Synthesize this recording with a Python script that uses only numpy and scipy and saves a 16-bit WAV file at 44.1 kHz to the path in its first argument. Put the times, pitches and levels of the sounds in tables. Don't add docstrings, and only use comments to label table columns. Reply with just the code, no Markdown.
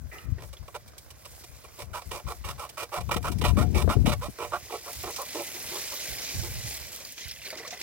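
import sys
import numpy as np
from scipy import signal
from scipy.fft import rfft, irfft
from scipy.io import wavfile
from scipy.ndimage import uniform_filter1d

SR = 44100
rng = np.random.default_rng(int(sys.argv[2]) if len(sys.argv) > 2 else 0)


def digitize_waveform(pressure):
    field = np.atleast_2d(pressure).T
    bounded = np.clip(field, -1, 1)
    quanta = np.round(bounded * 32767).astype(np.int16)
    wavfile.write(sys.argv[1], SR, quanta)


N = 344862

# pitch_hz, width_hz, level_db
PIPE_BENDING_MODES = [(356, 39, 0.5), (474, 31.5, 2.5), (584.4, 36, 3.5), (718, 24.7, 2), (832, 55, 1),
                      (1007, 69, 3), (1127, 60, 3.5), (1339, 121, 0)]
# pitch_hz, width_hz, level_db
PIPE_WALL_MODES = [(1860, 102, 2), (2356, 102, 9.5), (2873, 186, 4.5), (3750, 380, -1.5)]
# frequency_hz, level_db
RASP_SPECTRUM = [(1500, -47), (3200, 1.5), (4200, 1), (5500, 4.5), (7000, -1.5), (8400, 4), (9800, -1),
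                 (15500, -3.5)]


def saw(body_db, bite_db, chip_s, brighten_db, dulling_db):
    out = np.zeros((2, N))
    soft = signal.butter(3, 1500, fs=SR, output="sos")
    for start_s, length_s, attack, rate, speedup, rough, body, bite, rasp in cuts():
        catches, pressure = teeth(length_s, attack, rate, speedup, jitter=0.191 * rough,
                                  uneven_db=5.05 * np.sqrt(rough), chatter_db=1.5, release_s=0.0042)
        size = len(catches)
        progress = np.minimum(np.arange(size) / SR / length_s, 1)

        slant = brighten_db * np.log2(rate / 500)
        modes = [(hz, width, db + slant * np.log2(hz / 800)) for hz, width, db in PIPE_BENDING_MODES]
        scrape = rough * unit(pair(0.82, size) * pressure)
        bend = signal.sosfilt(soft, shifting(unit(catches) + scrape, modes, progress))

        chips = catches * undb(dulling_db * rough ** 2 * progress)
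        tearing = fade(chips, chip_s)
        wall_drive = unit(chips) + unit(tearing * pair(0.6, size))
        wall = shifting(wall_drive, PIPE_WALL_MODES, progress)
        rasping = colour(tearing * pair(0.17, size), RASP_SPECTRUM)

        stroke = unit(bend) * undb(body + body_db)
        stroke = stroke + unit(wall) * undb(bite + bite_db)
        stroke = stroke + unit(rasping) * undb(rasp)
        add(out, start_s, stroke * np.sqrt(length_s * SR / size))
    return out


PUSH, PULL = 1, -1
# start_s, length_s, strength_db, rate_teeth_per_s, direction
BLADE_STROKES = [(1.784, 0.038, -41, 500, PUSH), (1.929, 0.056, -35, 700, PULL),
                 (2.107, 0.066, -37.5, 510, PUSH), (2.261, 0.063, -37, 620, PULL),
                 (2.436, 0.078, -39, 554, PUSH), (2.574, 0.078, -38, 574, PULL),
                 (2.768, 0.065, -36, 580, PUSH), (2.914, 0.067, -31, 630, PULL),
                 (3.107, 0.015, -24.5, 635, PUSH), (3.124, 0.019, -30.5, 600, PUSH),
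                 (3.158, 0.016, -30.5, 530, PUSH), (3.237, 0.049, -30, 558, PULL),
                 (3.411, 0.0069, -27.5, 500, PUSH), (3.435, 0.024, -24, 520, PUSH),
                 (3.461, 0.039, -33.5, 570, PUSH), (3.563, 0.066, -29.5, 622, PULL),
                 (3.743, 0.06, -31.5, 410, PUSH), (3.806, 0.02, -34.5, 530, PUSH),
                 (3.885, 0.05, -27, 630, PULL), (4.054, 0.043, -28.5, 466, PUSH),
                 (4.111, 0.022, -29, 534, PUSH), (4.208, 0.056, -35.5, 570, PULL),
                 (4.379, 0.078, -33.5, 490, PUSH), (4.514, 0.048, -27.5, 650, PULL),
                 (4.716, 0.044, -33, 405, PUSH), (4.852, 0.043, -40, 575, PULL),
                 (5.031, 0.069, -36, 415, PUSH), (5.177, 0.055, -35.5, 540, PULL),
                 (5.341, 0.072, -33.5, 350, PUSH), (5.538, 0.033, -47.5, 340, PULL),
                 (5.705, 0.076, -40.5, 377, PUSH), (5.912, 0.031, -42.5, 470, PULL),
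                 (6.424, 0.049, -42, 340, PUSH)]
# start_s, length_s, scratch_db, knock_db (on the pipe)
TOOTH_NICKS = [(0.384, 0.064, -55.5, -50), (0.524, 0.019, -49.5, -50), (0.675, 0.0083, -51.5, -41.5),
               (0.742, 0.017, -44, -33.5), (0.874, 0.011, -49, -68), (0.978, 0.007, -40.5, -70),
               (1.102, 0.0043, -41.5, -52), (1.247, 0.014, -45, -45.5), (1.434, 0.0065, -43.5, -46.5),
               (1.638, 0.0073, -49, -43.5), (2.009, 0.013, -49, -45), (2.192, 0.0079, -51.5, -41),
               (2.686, 0.0083, -41, -50.5), (2.826, 0.004, -34.5, -31), (3.002, 0.0087, -42.5, -38),
               (3.087, 0.0026, -43, -25), (3.224, 0.0042, -40, -47), (3.311, 0.014, -40, -42.5),
               (3.381, 0.0049, -39.5, -57), (4.69, 0.018, -53, -40), (5.157, 0.0067, -32.5, -45)]
# time_s, roughness (0-1)
PULL_ROUGHNESS_CURVE = [(2.6, .85), (3.5, .37), (4.5, .4), (5.3, .7)]
BREAKTHROUGH_S, FLOOD_S = 4.205, 0.23
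PUSH_SPEEDUP, PULL_SPEEDUP, WET_SMOOTHING = .12, .34, .2
PUSH_ATTACK, PULL_ATTACK, NICK_ATTACK = 0.051, 0.08, 0.38
BITE_DB, PUSH_BITE_DB, WET_BITE_DB = -8.5, 3, -6.5
USUAL_DB, RASP_DB, RASP_GROWTH, PUSH_RASP_DB, WET_RASP_DB = -33.5, -41, 0.64, 2, -8.5
NICK_TEETH_PER_S, NICK_BITE_DB = 500, -3.5


def cuts():
    for start_s, length_s, db, rate, direction in BLADE_STROKES:
        wet = np.clip((start_s - BREAKTHROUGH_S) / FLOOD_S, 0, 1)
        bite = db + BITE_DB + PUSH_BITE_DB * direction + WET_BITE_DB * wet
        rasp = RASP_DB + RASP_GROWTH * (db - USUAL_DB) + PUSH_RASP_DB * direction + WET_RASP_DB * wet
        if direction == PUSH:
            attack, speedup, rough = PUSH_ATTACK, PUSH_SPEEDUP, 1 - WET_SMOOTHING * wet
        else:
            attack, speedup = PULL_ATTACK, PULL_SPEEDUP
            rough = np.interp(start_s, *np.transpose(PULL_ROUGHNESS_CURVE))
        yield start_s, length_s, attack, rate, speedup, rough, db, bite, rasp
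    for start_s, length_s, scratch, knock in TOOTH_NICKS:
        bite = scratch + NICK_BITE_DB + 0.37 * (knock - scratch)
        yield start_s, length_s, NICK_ATTACK, NICK_TEETH_PER_S, 0, 1, knock, bite, scratch


SEATING_S = .003


def teeth(length_s, attack, rate, speedup, jitter, uneven_db, chatter_db, release_s):
    t = np.arange(SR // 5) / SR
    chance = rng.standard_normal((160, 2))
    speed = rate * (1 + speedup * (np.minimum(t / length_s, 1) - .5))
    teeth_passed = np.cumsum(speed) / SR
    tooth_places = np.cumsum(np.exp(jitter * chance[:, 0])) - 1
    at = np.searchsorted(teeth_passed, tooth_places)
    catches = np.bincount(at, undb(uneven_db * chance[:, 1]), len(t) + 1)[:len(t)]
    rise = np.minimum(t / (SEATING_S + attack * length_s), 1)
    fall = np.exp(-np.maximum(t - length_s * 0.95, 0) / (release_s + 0.11 * length_s))
    pressure = rise * fall * undb(chatter_db * walk(103.4, len(t)))
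    return catches * pressure, pressure


STROKE_COLOUR_DB, GRIP_DETUNE = 2.8, .014


def shifting(x, modes, progress):
    out = 0
    for share in (1 - progress, progress):
        grip = 1 + GRIP_DETUNE * rng.standard_normal()
        spot = [(hz * grip, width, db + STROKE_COLOUR_DB * rng.standard_normal()) for hz, width, db in modes]
        out = out + ring(x * share, spot)
    return out


# frequency_hz, level_db
MIST_SPECTRUM = [(2500, -6), (5000, -3.5), (7000, 3), (10000, 3), (15500, 3)]
PINHOLE_SPECTRUM = [(5000, -15), (8500, -34), (11000, 4), (15500, 9)]
PATTER_SPECTRUM = [(700, -2), (1250, -13), (2050, 1), (3100, 0.5), (5400, 6), (6600, 3.5), (9000, -10)]
GURGLE_SPECTRUM = [(200, 0.5), (320, 0.5), (470, 2), (614, 4.5), (880, -1.5), (1110, 2), (1270, -2.5),
                   (1520, 1), (2500, -15)]
# pitch_hz, width_hz, level_db
SPRAY_RING_MODES = [(2020, 130, -3.5), (2360, 99, -4)]
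FIZZ, GLUG = .85, .8
MIST_SPREAD_DB, PATTER_SPREAD_DB, SPUTTER_DB = 3.6, 6.5, 3
FULL_FLOW_DB = -44.5


def water(mist_db, patter_db, gurgle_db):
    mist, patter, gurgle = outflow()
    coarse = np.clip(0.21 + (patter - mist) / 10, 0, 1)
    sputter = SPUTTER_DB * coarse * walk(35)

    spray = impacts(rate=6000, spread_db=MIST_SPREAD_DB, smear_s=0.0014, likeness=0.035)
    thin = np.clip((FULL_FLOW_DB - mist) / 20, 0, 1)
    hiss = unit(colour(spray, MIST_SPECTRUM)) + 0.73 * thin * unit(colour(pair(0), PINHOLE_SPECTRUM))
    hiss_level = mist + mist_db + sputter / 2 + 5.1 * thin * walk(26.8)

    fine = impacts(rate=16000, spread_db=PATTER_SPREAD_DB, smear_s=0.0034, likeness=0.84)
    fat = impacts(rate=760, spread_db=8.5, smear_s=0.016, likeness=0.11)
    fat = fat + FIZZ * bubbles(1390, 6040, cycles=34, spread_db=3.0, count=5600)
    splats = colour(np.sqrt(1 - coarse) * fine + np.sqrt(coarse) * unit(fat), PATTER_SPECTRUM)
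    splats = splats + sum(ring(splats, [mode]) for mode in SPRAY_RING_MODES)

    churn = impacts(rate=900, spread_db=4.0, smear_s=0.0035, likeness=0.064)
    glugs = bubbles(311, 1740, cycles=14.4, spread_db=4.5, count=3600)
    puddle = colour(churn + GLUG * coarse * glugs, GURGLE_SPECTRUM)

    return (hiss * undb(hiss_level) + unit(splats) * undb(patter + patter_db + sputter)
            + unit(puddle) * undb(gurgle + gurgle_db))


# time_s, level_db
LEAK_FLOW = [(0.0, -65.5), (0.63, -60.5), (0.94, -61.5), (1.41, -56.5), (2.46, -56), (2.94, -60),
             (3.61, -55.5), (4.31, -55.5), (4.55, -50.5), (4.75, -46), (5.05, -42.5), (5.8, -37),
             (6.34, -37.5), (7.03, -45.5), (7.82, -48.5)]
# start_s, length_s, change_db
FLOW_SURGES = [(0.116, 0.14, 9.5), (1.264, 0.16, 5), (1.852, 0.078, -8), (4.882, 0.16, 2.5),
               (6.657, 0.12, 5.5), (6.918, 0.045, 6), (7.135, 0.026, -10), (7.44, 0.076, 4.5),
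               (7.682, 0.022, -11), (7.712, 0.029, 3.5), (7.787, 0.029, 6.5)]
MIST_GROWTH, GURGLE_GROWTH = 0.97, 0.28
SURGE_PATTER = 0.77
LOOSEN_S, LULL_DB = 7.07, -15
RELEASE_S, JET_PATTER_DB, JET_MIST_DB = 7.17, 3, -2.5
JET_LANDS_S, JET_SPLASH_DB, JET_GURGLE_DB = 7.46, 1.5, -3.5


def outflow():
    flow = np.interp(np.arange(N) / SR, *np.transpose(LEAK_FLOW))
    surge = sum(db * swell(start_s, length_s, attack_s=0.013, release_s=0.0033)
                for start_s, length_s, db in FLOW_SURGES)
    loose, jet, landed = (swell(start_s, N / SR, attack_s=0.0044, release_s=.03)
                          for start_s in (LOOSEN_S, RELEASE_S, JET_LANDS_S))
    mist = FULL_FLOW_DB + MIST_GROWTH * (flow - FULL_FLOW_DB) + surge + JET_MIST_DB * jet
    patter = flow + SURGE_PATTER * surge + JET_PATTER_DB * jet + JET_SPLASH_DB * landed
    gurgle = FULL_FLOW_DB + GURGLE_GROWTH * (flow - FULL_FLOW_DB)
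    gurgle = gurgle + JET_GURGLE_DB * landed + LULL_DB * (loose - landed)
    return mist, patter, gurgle


def wander(x, rate, depth_db):
    spectrum = rfft(x)
    thirds = 3 * np.log2(np.clip(np.fft.rfftfreq(N, 1 / SR), 250, 16000) / 250)
    out = 0
    for k in range(int(thirds[-1]) + 1):
        band = irfft(spectrum * np.maximum(1 - np.abs(thirds - k), 0), N)
        out = out + band * undb(depth_db * walk(rate))
    return out


BUBBLE_RISE = .07


def bubble(hz, cycles, glide):
    age = np.arange(int(SR * cycles / hz) + 2) * hz / SR / cycles
    return np.sin(2 * np.pi * cycles * age * (1 + glide * age / 2)) * np.exp(-np.log(100) * age)


def bubbles(low_hz, high_hz, cycles, spread_db, count):
    out = np.zeros(N)
    for when, pitch, size in rng.random((count, 3)):
        hz = low_hz * (high_hz / low_hz) ** pitch
        gain = undb(-spread_db * np.log(size + 0.046))
        add(out, when * N / SR, gain * bubble(hz, cycles, BUBBLE_RISE))
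    return unit(out)


# start_s, level_db, pitch_hz (of the ringing)
DROPS_AND_KNOCK = [(0.184, -43, 2830), (0.381, -44, 377), (0.384, -46, 1860), (.569, -44, 3370),
                   (0.934, -54, 1220), (6.748, -35, 4050), (7.004, -48.5, 540), (7.007, -44, 2410),
                   (7.05, -35, 4670), (7.18, -40, 2330), (7.312, -29.5, 5250), (7.417, -39, 2760),
                   (7.455, -32, 4270), (7.504, -32, 4650), (7.528, -37, 620), (7.555, -44, 2000),
                   (7.602, -41.5, 446), (7.633, -40, 1920), (7.649, -39, 1110), (7.727, -37.5, 716),
                   (7.733, -37, 2090)]
DROP_RING_S = .034


def drops(level_db, slap, slap_s):
    out, t = np.zeros(N), np.arange(SR // 20) / SR
    for start_s, db, hz in DROPS_AND_KNOCK:
        gain, stretch = undb(db + level_db), np.sqrt(1500 / hz)
        splash = unit(ring(rng.standard_normal(len(t)), [(hz, hz, 0)]))
        add(out, start_s, gain * slap * splash * np.exp(-t / (slap_s * stretch)))
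        add(out, start_s, gain * bubble(hz, hz * DROP_RING_S * stretch, BUBBLE_RISE / 2))
    return out


# start_s, level_db
GAP_SPITS = [(4.93, -29), (5.03, -32), (5.108, -29.5), (5.218, -26.5), (5.42, -29), (7.122, -31.5),
             (7.282, -32)]


def spits(level_db, decay_s):
    out, t = np.zeros((2, N)), np.arange(SR // 30) / SR
    high = signal.butter(2, 7000, "high", fs=SR, output="sos")
    for start_s, db in GAP_SPITS:
        tick = signal.sosfilt(high, pair(0, len(t)) * np.exp(-t / decay_s))
        add(out, start_s, undb(db + level_db) * tick)
    return out


def squirt(start_s, db, decay_s, hz, width_hz):
    t = np.arange(SR // 3) / SR
    gap = unit(ring(pair(0.17, len(t)), [(hz, width_hz, 0), (1830, 160, -1), (2440, 200, -4)]))
    palm = unit(ring(pair(0.48, len(t)), [(395, 230, -11.5), (870, 160, -15.0), (1270, 64, -5)]))
    slosh = palm * (1 - np.exp(-t / 0.019))
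    muffled = signal.sosfilt(signal.butter(4, 2700, fs=SR, output="sos"), gap + slosh)
    out = np.zeros((2, N))
    add(out, start_s, muffled * undb(db) * np.exp(-t / decay_s))
    return out


# frequency_hz, level_db
RUMBLE_SPECTRUM = [(25, -13.5), (62, 1), (120, -5.5), (250, -26), (1200, -86)]
BUFFET_SPECTRUM = [(45, -1), (190, 8), (330, -1.5), (550, -17.5), (900, -25), (3000, -102)]
FLUTTER_DB, FLUTTER_PER_S = 2.6, 36
GUST_SPAN_S = 0.5


def wind(level_db, buffet_db, eddy_db, ceiling_db):
    strength = air()
    lasting = uniform_filter1d(strength, int(GUST_SPAN_S * SR))
    rumble = unit(colour(pair(0), RUMBLE_SPECTRUM))
    slams = impacts(rate=150, spread_db=0.7, smear_s=0.0049, likeness=0)
    buffets = unit(colour(slams, BUFFET_SPECTRUM)) * undb(buffet_db) * lasting / undb(-20.0)
    unrest = undb(level_db + eddy_db * walk(13) + FLUTTER_DB * walk(FLUTTER_PER_S))
    pressure = strength * unrest * (rumble + buffets)
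    return undb(ceiling_db) * np.tanh(pressure / undb(ceiling_db))


# start_s, length_s, level_db, left_minus_right_db
WIND_GUSTS = [(-.02, 0.073, -39.5, 30), (0.237, 0.073, -34, 42), (0.404, 0.036, -41.5, 16),
              (0.586, 0.041, -45.5, 25), (1.479, 0.05, -50.5, 19), (1.793, 0.13, -44, 26),
              (2.051, 0.062, -41, 22), (2.239, 0.022, -33.5, 31), (2.375, .17, -45, 12),
              (2.97, 0.3, -36, 38), (3.287, 0.21, -30, 24), (3.46, 0.42, -27.5, 22.5),
              (3.947, 0.16, -26.5, 19), (4.167, 0.092, -43.5, -10), (4.393, 0.23, -52.5, -29),
              (4.95, 0.11, -49.5, -3), (6.074, 0.048, -44, -19), (6.34, 0.1, -38, -3),
              (6.485, 0.2, -42, -4), (6.8, 0.09, -51, -32), (7.245, 0.077, -52.5, -31)]
BREEZE_DB, BREEZE_DB_PER_S = -56, -1.5
GUST_ATTACK_S, GUST_RELEASE_S = 0.0125, 0.042


def air():
    power = undb(BREEZE_DB + BREEZE_DB_PER_S * np.arange(N) / SR + 0.88 * walk(4.85)) ** 2
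    for start_s, length_s, db, side_db in WIND_GUSTS:
        side_power = np.array([[undb(side_db)], [1]]) ** 2
        gust = undb(db) * swell(start_s, length_s, GUST_ATTACK_S, GUST_RELEASE_S)
        power = power + 2 * side_power / np.sum(side_power) * gust ** 2
    return np.sqrt(2 * power)


# start_s, level_db (peak), upper_edge_hz
HARD_EDDIES = [(.312, -13, 118), (3.161, -12, 367), (3.303, -19, 336), (3.574, -12, 375), (3.635, -15, 600),
               (3.758, -11.5, 610), (3.844, -14.5, 586), (3.876, -5.5, 610), (3.966, -7.5, 364),
               (4.073, -5, 260), (4.283, -20, 303)]


def thumps(level_db, decay_s, right_db):
    out, t = np.zeros((2, N)), np.arange(SR // 10) / SR
    for start_s, db, edge_hz in HARD_EDDIES:
        band = signal.butter(3, [70, edge_hz], "band", fs=SR, output="sos")
        eddy = signal.sosfilt(band, pair(0, len(t)) * np.exp(-t / decay_s))
        eddy = eddy / np.abs(eddy).max(axis=1, keepdims=True)
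        add(out, start_s, eddy * undb(db + level_db + np.array([[0], [right_db]])))
    return out


def impacts(rate, spread_db, smear_s, likeness):
    chance, size = rng.random(N), np.minimum(rng.exponential(size=N), 5)
    power = fade((chance < rate / SR) * undb(spread_db * size) ** 2, smear_s)
    return unit(np.sqrt(power) * pair(likeness))


def ring(x, modes):
    out = 0
    for k, (hz, width, db) in enumerate(modes):
        out = out + (-1) ** k * undb(db) * signal.lfilter(*signal.iirpeak(hz, hz / width, fs=SR), x)
    return out


def response(points, size):
    hz, db = np.transpose(points)
    return undb(np.interp(np.log(np.fft.rfftfreq(size, 1 / SR) + 1), np.log(hz), db))


def colour(x, points):
    return irfft(rfft(x) * response(points, x.shape[-1]), x.shape[-1])


def pair(likeness, size=N):
    noise = rng.standard_normal((3, size))
    return np.sqrt(likeness) * noise[0] + np.sqrt(1 - likeness) * noise[1:]


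def walk(rate, size=N):
    k = max(int(SR / rate), 1)
    return uniform_filter1d(np.repeat(rng.standard_normal(size // k + 1), k), k)[:size]


def swell(start_s, length_s, attack_s, release_s):
    age = np.arange(N) / SR - start_s
    return np.clip(age / attack_s, 0, 1) * np.exp(-np.clip((age - length_s) / release_s, 0, 20))


def fade(x, seconds):
    return signal.lfilter([1], [1, -np.exp(-1 / (seconds * SR))], x)


def undb(db):
    return 10 ** (np.asarray(db) / 20)


def unit(x):
    return x / np.sqrt(np.mean(x ** 2) + 1e-20)


def add(track, start_s, sound):
    i = max(int(start_s * SR), 0)
    part = track[..., i:i + sound.shape[-1]]
    part += sound[..., :part.shape[-1]]


def ports(x, lag_ms, sides):
    delay = np.exp(-2j * np.pi * np.fft.rfftfreq(N, 1 / SR) * lag_ms / 1000)
    tilt = response(sides, N)
    both = np.array([tilt * delay, np.ones(len(tilt))]) * np.sqrt(2 / (1 + tilt ** 2))
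    return irfft(rfft(x) * both, N)


# frequency_hz, left_minus_right_db
SAW_SIDES = [(300, -3.5), (1300, -4), (2350, -10), (4400, -2.5)]
WATER_SIDES = [(2350, -2.5), (4400, -1)]


def scene():
    blade = saw(body_db=-1.0, bite_db=0.5, chip_s=0.004, brighten_db=13, dulling_db=-2.5)
    leak = wander(water(mist_db=-0.5, patter_db=-1.0, gurgle_db=-8.0), rate=15, depth_db=1.44)
    leak = leak + drops(level_db=2.0, slap=0.37, slap_s=0.02)
    leak = leak + spits(level_db=0.5, decay_s=0.004)
    leak = leak + squirt(start_s=.114, db=-42.5, decay_s=0.074, hz=2050, width_hz=81)
    gusts = wind(level_db=1.5, buffet_db=-3.0, eddy_db=0.5, ceiling_db=13.0)
    gusts = gusts + thumps(level_db=-4.0, decay_s=0.0061, right_db=-31)
    pit = ports(blade, lag_ms=0.083, sides=SAW_SIDES) + ports(leak, lag_ms=0.062, sides=WATER_SIDES)
    return pit + gusts


def record(dry):
    dry = signal.sosfilt(signal.butter(4, 46, "high", fs=SR, output="sos"), dry)
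    return signal.sosfilt(signal.ellip(10, .2, 80, 15850, fs=SR, output="sos"), dry)


dry = scene()
out = record(dry)
digitize_waveform(out)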